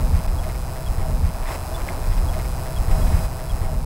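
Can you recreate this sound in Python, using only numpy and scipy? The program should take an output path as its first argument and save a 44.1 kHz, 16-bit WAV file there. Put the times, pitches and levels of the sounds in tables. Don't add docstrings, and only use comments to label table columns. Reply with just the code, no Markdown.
import sys
import numpy as np
from scipy import signal
from scipy.fft import rfft, irfft, next_fast_len
from scipy.io import wavfile
from scipy.ndimage import uniform_filter1d, map_coordinates

SR = 44100
rng = np.random.default_rng(int(sys.argv[2]) if len(sys.argv) > 2 else 0)


def volts_from_db(level):
    exponent = np.asarray(level, float) / 20
    return 10 ** exponent


def log_audio(samples):
    frames = np.atleast_2d(samples).T
    limited = np.clip(frames, -1, 1)
    pcm = np.round(limited * 32767).astype(np.int16)
    wavfile.write(sys.argv[1], SR, pcm)


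N = 169785
T = np.arange(N) / SR

# (start [s], end [s], shift to stretch time [s], gain [dB])
SHOWINGS = [
    (0, .271, 2.99998, 0),
    (.272, 1.568, 1.89998, -1.5),
    (1.472, 3.266, 0, 0),
    (2.905, 3.85, -.73333, -1.5),
]
SECOND_SHIFT_S = 1.89998
JOIN_S, FADE_FROM_S, FADE_DB_PER_S = .005, 3.62, -11.5

# (frequency [Hz], density [dB per Hz])
HISS_SPECTRUM = [(150, -120), (300, 15), (2500, -7.5), (3500, -3), (5000, -1), (9000, -4.5), (16000, -6)]
HISS_DB = -45

# (frequency [Hz], density [dB per Hz])
TWITTER_SPECTRUM = [(4300, -120), (4700, -2.5), (5100, -1), (5500, -1), (5900, -120)]
TWITTER_DB = -59.5

# (time in frame [ms], signed size [1])
FRAME_EDGES = [(0, .85), (.329, -1), (.38, .8), (.702, -.72), (.748, .88), (1.07, -.72), (1.206, 1),
               (1.665, .22), (2.11, -.16), (2.571, -.21), (3.03, -.85)]
FRAME_RATE_HZ, FRAME_START_S = 126.136, 1.65192
EDGE_DB, EDGE_SCATTER_DB, EDGE_DULL_HZ = -24.5, -2.5, 28400
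BUSY_FROM_S, BUSY_TO_S, LATE_MS, LATE_SHARE = 2.535, 2.905, .113, .7

# (frequency [Hz], density [dB per Hz])
GRIP_SPECTRUM = [(250, -120), (500, 2), (950, -1), (1400, -7), (2500, -5), (2900, -16.5), (5300, -20),
                 (9000, -34), (12000, -120)]
GRIP_S, GRIP_LONG_S, GRIP_DB = 3.372, .099, -35

# (time [s], held [s], pitch [Hz], level [dB], falling tail [s])
CHIPS = [
    (1.474, .007, 3560, -46, .010),
    (1.739, .019, 3490, -44, .004),
    (2.116, .013, 3250, -51, .003),
    (2.280, .015, 3345, -46, .004),
    (2.760, .010, 3335, -43, .014),
]
CHIP_SAG_HZ_PER_S2, CHIP_SCOOP_HZ, CHIP_RISE_S = 1500000, 70, .005
CHIP_TAIL_DB_PER_S, CHIP_FLUTTER_DB = -500, 1.5

# (middle [s], length [s], level [dB])
WAVELETS = [(1.812, .03, -44.5), (1.884, .04, -43), (2.043, 0.018, -47), (2.07, 0.013, -48),
            (2.122, 0.041, -43.5), (2.181, 0.021, -42.5), (2.342, 0.038, -44.5), (2.405, 0.036, -44.5),
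            (2.454, 0.03, -41.5), (2.668, 0.042, -49), (2.896, 0.029, -45.5), (2.921, .025, -42),
            (3.02, .04, -52), (3.154, 0.045, -45), (3.195, 0.033, -47), (3.248, 0.014, -40),
            (3.33, .03, -46), (3.369, .03, -37)]
# (frequency [Hz], density [dB per Hz])
SPLASH_SPECTRUM = [(500, -120), (900, 0), (1300, -1), (2100, 6.5), (2900, -6.5), (3500, -6), (4300, -13),
                   (6000, -120)]
WAVELET_LENGTH_SCALE, WAVELET_GRAIN_DB = .77, 3

# (time [s], level [dB])
WING_EFFORT = [(1.6, -40), (1.87, -38), (1.88, -37.5), (2.148, -42), (2.386, -36.5), (2.452, -41),
               (2.682, -39.5), (2.726, -40), (2.88, -42)]
# (time in the second showing [s], level [dB])
WING_EFFORT_END = [(1.0, -35.5), (1.11, -37), (1.208, -43.5), (1.258, -40), (1.274, -39.5), (1.46, -36.5)]
# (frequency [Hz], density [dB per Hz])
WASH_SPECTRUM = [(120, -40), (200, -10), (420, -8), (500, -9.5), (650, -3), (1000, -6.5), (1620, -16),
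                 (3000, -28.5), (5200, -41), (8800, -120)]
# (tone [Hz], width [Hz], level [dB], a downstroke [s])
FEATHER_TONES = [
    (642.3, 40, 1, 2.364),
    (786.5, 53, -4, 2.6),
    (898, 140, -5, 2.25),
]
FEATHER_DB, FEATHER_FOLLOWS, WASH_DB, WASH_FOLLOWS = -4.5, .7, 3, .54
STROKE_S, STROKE_DEPTH_DB = .31, 4.5
SLAP_S, SLAP_LONG_S, SLAP_DB = 1.9, .027, 5

# (time [s], level [dB])
GUSTS = [(1.5, -28.5), (1.788, -25), (1.818, -26), (1.872, -26.5), (2.214, -19), (2.752, -24),
         (2.81, -17.5), (2.836, -23.5), (2.88, -23)]
# (time in the second showing [s], level [dB])
GUSTS_END = [(1.0, -12.5), (1.028, -21), (1.152, -16.5), (1.18, -18), (1.244, -16), (1.3, -19.5),
             (1.5, -27)]
# (frequency [Hz], density [dB per Hz])
RUMBLE_SPECTRUM = [(8.8, -15), (15, -1.5), (32, 0.5), (81, -3.5), (95, -3.5), (113, -11), (155, -12),
                   (213, -22.5), (400, -34.5), (520, -26), (880, -120)]
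# (time [s], half length [s], swing [Hz], level [dB])
EDDIES = [(1.818, 0.079, 30.5, -27), (2.102, 0.086, 33.5, -17), (2.216, .16, 33.6, -20.5),
          (2.281, 0.15, 74.1, -25.5), (2.346, 0.096, 56.6, -29.5), (2.8, 0.049, 50.7, -26),
          (2.933, 0.17, 30.4, -20.5), (3.041, 0.12, 40.8, -23), (3.145, 0.041, 73, -17),
          (3.157, 0.088, 27.8, -21.5), (2.359, 0.065, 25.5, -24), (3.337, 0.055, 24, -21.5)]
GUST_TRIM_DB, EDDY_TRIM_DB, EVENNESS = -1.5, 2.5, .39


def unit(x):
    return x / np.sqrt(np.mean(x ** 2) + 1e-20)


def along(points, hz):
    f, v = np.transpose(points)
    return np.interp(np.log(hz + 1), np.log(f + 1), v)


def envelope_db(rows, end_rows):
    end_rows = np.add(end_rows, [SECOND_SHIFT_S, 0])
    return np.interp(T, *np.vstack([rows, end_rows]).T)


def wobble(rate_hz):
    knots = rng.standard_normal(int(N * rate_hz / SR) + 4)
    return map_coordinates(knots, [T * rate_hz])


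def filtered(x, response):
    m = next_fast_len(N + 8192)
    return irfft(rfft(x, m) * response(np.fft.rfftfreq(m, 1 / SR)), m)[..., :N]


def rush(spectrum, patchy_db):
    z = signal.stft(rng.standard_normal(N + 512), nperseg=512)[2]
    field = uniform_filter1d(rng.standard_normal(z.shape), size=5, axis=0)
    field = uniform_filter1d(field, size=8, axis=1)
    x = signal.istft(z * volts_from_db(patchy_db * unit(field)), nperseg=512)[1][:N]
    return unit(filtered(x, lambda hz: volts_from_db(along(spectrum, hz))))


def hiss():
    return volts_from_db(HISS_DB) * rush(HISS_SPECTRUM, patchy_db=1.7)


def twitter():
    return volts_from_db(TWITTER_DB + 1.5 * wobble(12)) * rush(TWITTER_SPECTRUM, patchy_db=1)


def data_line():
    frame_s = FRAME_START_S + np.arange(-30, 240) / FRAME_RATE_HZ
    busy = (frame_s > BUSY_FROM_S) & (frame_s < BUSY_TO_S)
    late = busy & (rng.random(len(frame_s)) < LATE_SHARE)
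    sent_s = frame_s + late * LATE_MS / 1000
    edge_ms, size = np.transpose(FRAME_EDGES)
    at = (sent_s[:, None] + edge_ms / 1000).ravel() * SR
    scatter_db = EDGE_SCATTER_DB * rng.standard_normal((len(frame_s), len(edge_ms)))
    size = (size * volts_from_db(EDGE_DB + scatter_db)).ravel()
    i = at.astype(int)[:, None] + np.arange(-15, 17)
    d = i - at[:, None]
    spikes = size[:, None] * np.sinc(d) * np.cos(np.pi * d / 34) ** 2
    leak = np.bincount(i.ravel(), spikes.ravel(), N)[:N]
    return filtered(leak, lambda hz: 1 / (1 + (hz / EDGE_DULL_HZ) ** 2))


def grip():
    u = T - GRIP_S
    slips = volts_from_db(.8 * wobble(90) + 2.5 * wobble(500))
    gate = np.clip(np.minimum(u, GRIP_LONG_S - u) / .015, 0, 1)
    return volts_from_db(GRIP_DB) * slips * gate * rush(GRIP_SPECTRUM, patchy_db=0)


def bird():
    out = np.zeros(N)
    for s, held, hz, db, tail in CHIPS:
        t = np.arange(int((held + tail + CHIP_RISE_S) * SR)) / SR
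        after = np.clip(t - held, 0, None)
        sag_hz = CHIP_SAG_HZ_PER_S2 * after ** 2
        pitch_hz = hz - sag_hz - CHIP_SCOOP_HZ * np.exp(-t / CHIP_RISE_S)
        gate = np.clip(np.minimum(t, t[-1] - t) / CHIP_RISE_S, 0, 1)
        level = gate * volts_from_db(db + CHIP_TAIL_DB_PER_S * after)
        tone = np.sqrt(2) * np.sin(2 * np.pi * np.cumsum(pitch_hz) / SR)
        out[round(s * SR):][:len(t)] += level * tone
    return out * volts_from_db(CHIP_FLUTTER_DB * wobble(150))


def laps():
    s, long, db = np.transpose(WAVELETS)
    u = (T - s[:, None]) / (WAVELET_LENGTH_SCALE * long[:, None])
    puffs = volts_from_db(db) @ np.cos(np.pi / 2 * np.clip(u, -1, 1)) ** 2
    return puffs * volts_from_db(WAVELET_GRAIN_DB * wobble(250)) * rush(SPLASH_SPECTRUM, patchy_db=1)


def feather_tone(hz, width_hz, db, stroke_s):
    def resonance(f):
        return (1j * f * width_hz / (hz * hz - f * f + 1j * f * width_hz)) ** 2
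    stroke_db = STROKE_DEPTH_DB * np.cos(2 * np.pi * (T - stroke_s) / STROKE_S)
    return volts_from_db(db + stroke_db) * unit(filtered(rng.standard_normal(N), resonance))


def swans():
    slap_db = SLAP_DB * np.exp(-((T - SLAP_S) / SLAP_LONG_S) ** 2)
    effort_db = envelope_db(WING_EFFORT, WING_EFFORT_END) + slap_db
    mean_db = effort_db.mean()
    swing_db = effort_db - mean_db
    wash_db = mean_db + WASH_DB + WASH_FOLLOWS * swing_db + .82 * wobble(20)
    wash = volts_from_db(wash_db) * rush(WASH_SPECTRUM, patchy_db=.5)
    feathers = unit(sum(feather_tone(*row) for row in FEATHER_TONES))
    return wash + volts_from_db(mean_db + FEATHER_DB + FEATHER_FOLLOWS * swing_db) * feathers


def eddies():
    out = np.zeros(N)
    for s, long, hz, db in EDDIES:
        u = np.clip((T - s) / long, -1, 1)
        swing = np.sin(2 * np.pi * (hz * (T - s) + rng.random()))
        out += volts_from_db(db + EDDY_TRIM_DB) * np.cos(np.pi * u / 2) ** 2 * swing
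    return out


def wind():
    raw = rush(RUMBLE_SPECTRUM, patchy_db=.9)
    power = np.abs(uniform_filter1d(raw ** 2, size=3000))
    even = unit(raw / np.sqrt(power + .05) ** EVENNESS)
    return volts_from_db(envelope_db(GUSTS, GUSTS_END) + GUST_TRIM_DB) * even + eddies()


def scene():
    stretch = hiss() + twitter() + data_line() + grip() + bird() + laps() + swans() + wind()
    out = np.zeros(N)
    for start, end, shift, db in SHOWINGS:
        opening = T - start + JOIN_S / 2 * (start == 0)
        gate = np.clip(np.minimum(opening, end - T) / JOIN_S, 0, 1)
        out += volts_from_db(db) * gate * np.roll(stretch, -round(shift * SR))
    fade_db = FADE_DB_PER_S * np.clip(T - FADE_FROM_S, 0, None)
    return (out * volts_from_db(fade_db))[None]


def roll_off(x):
    return signal.sosfilt(signal.butter(12, 16300, fs=SR, output="sos"), x)


def record(dry):
    top_hz = 15780
    mix = filtered(dry, lambda hz: hz < top_hz)
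    return roll_off(mix)


dry = scene()
out = record(dry)
log_audio(out)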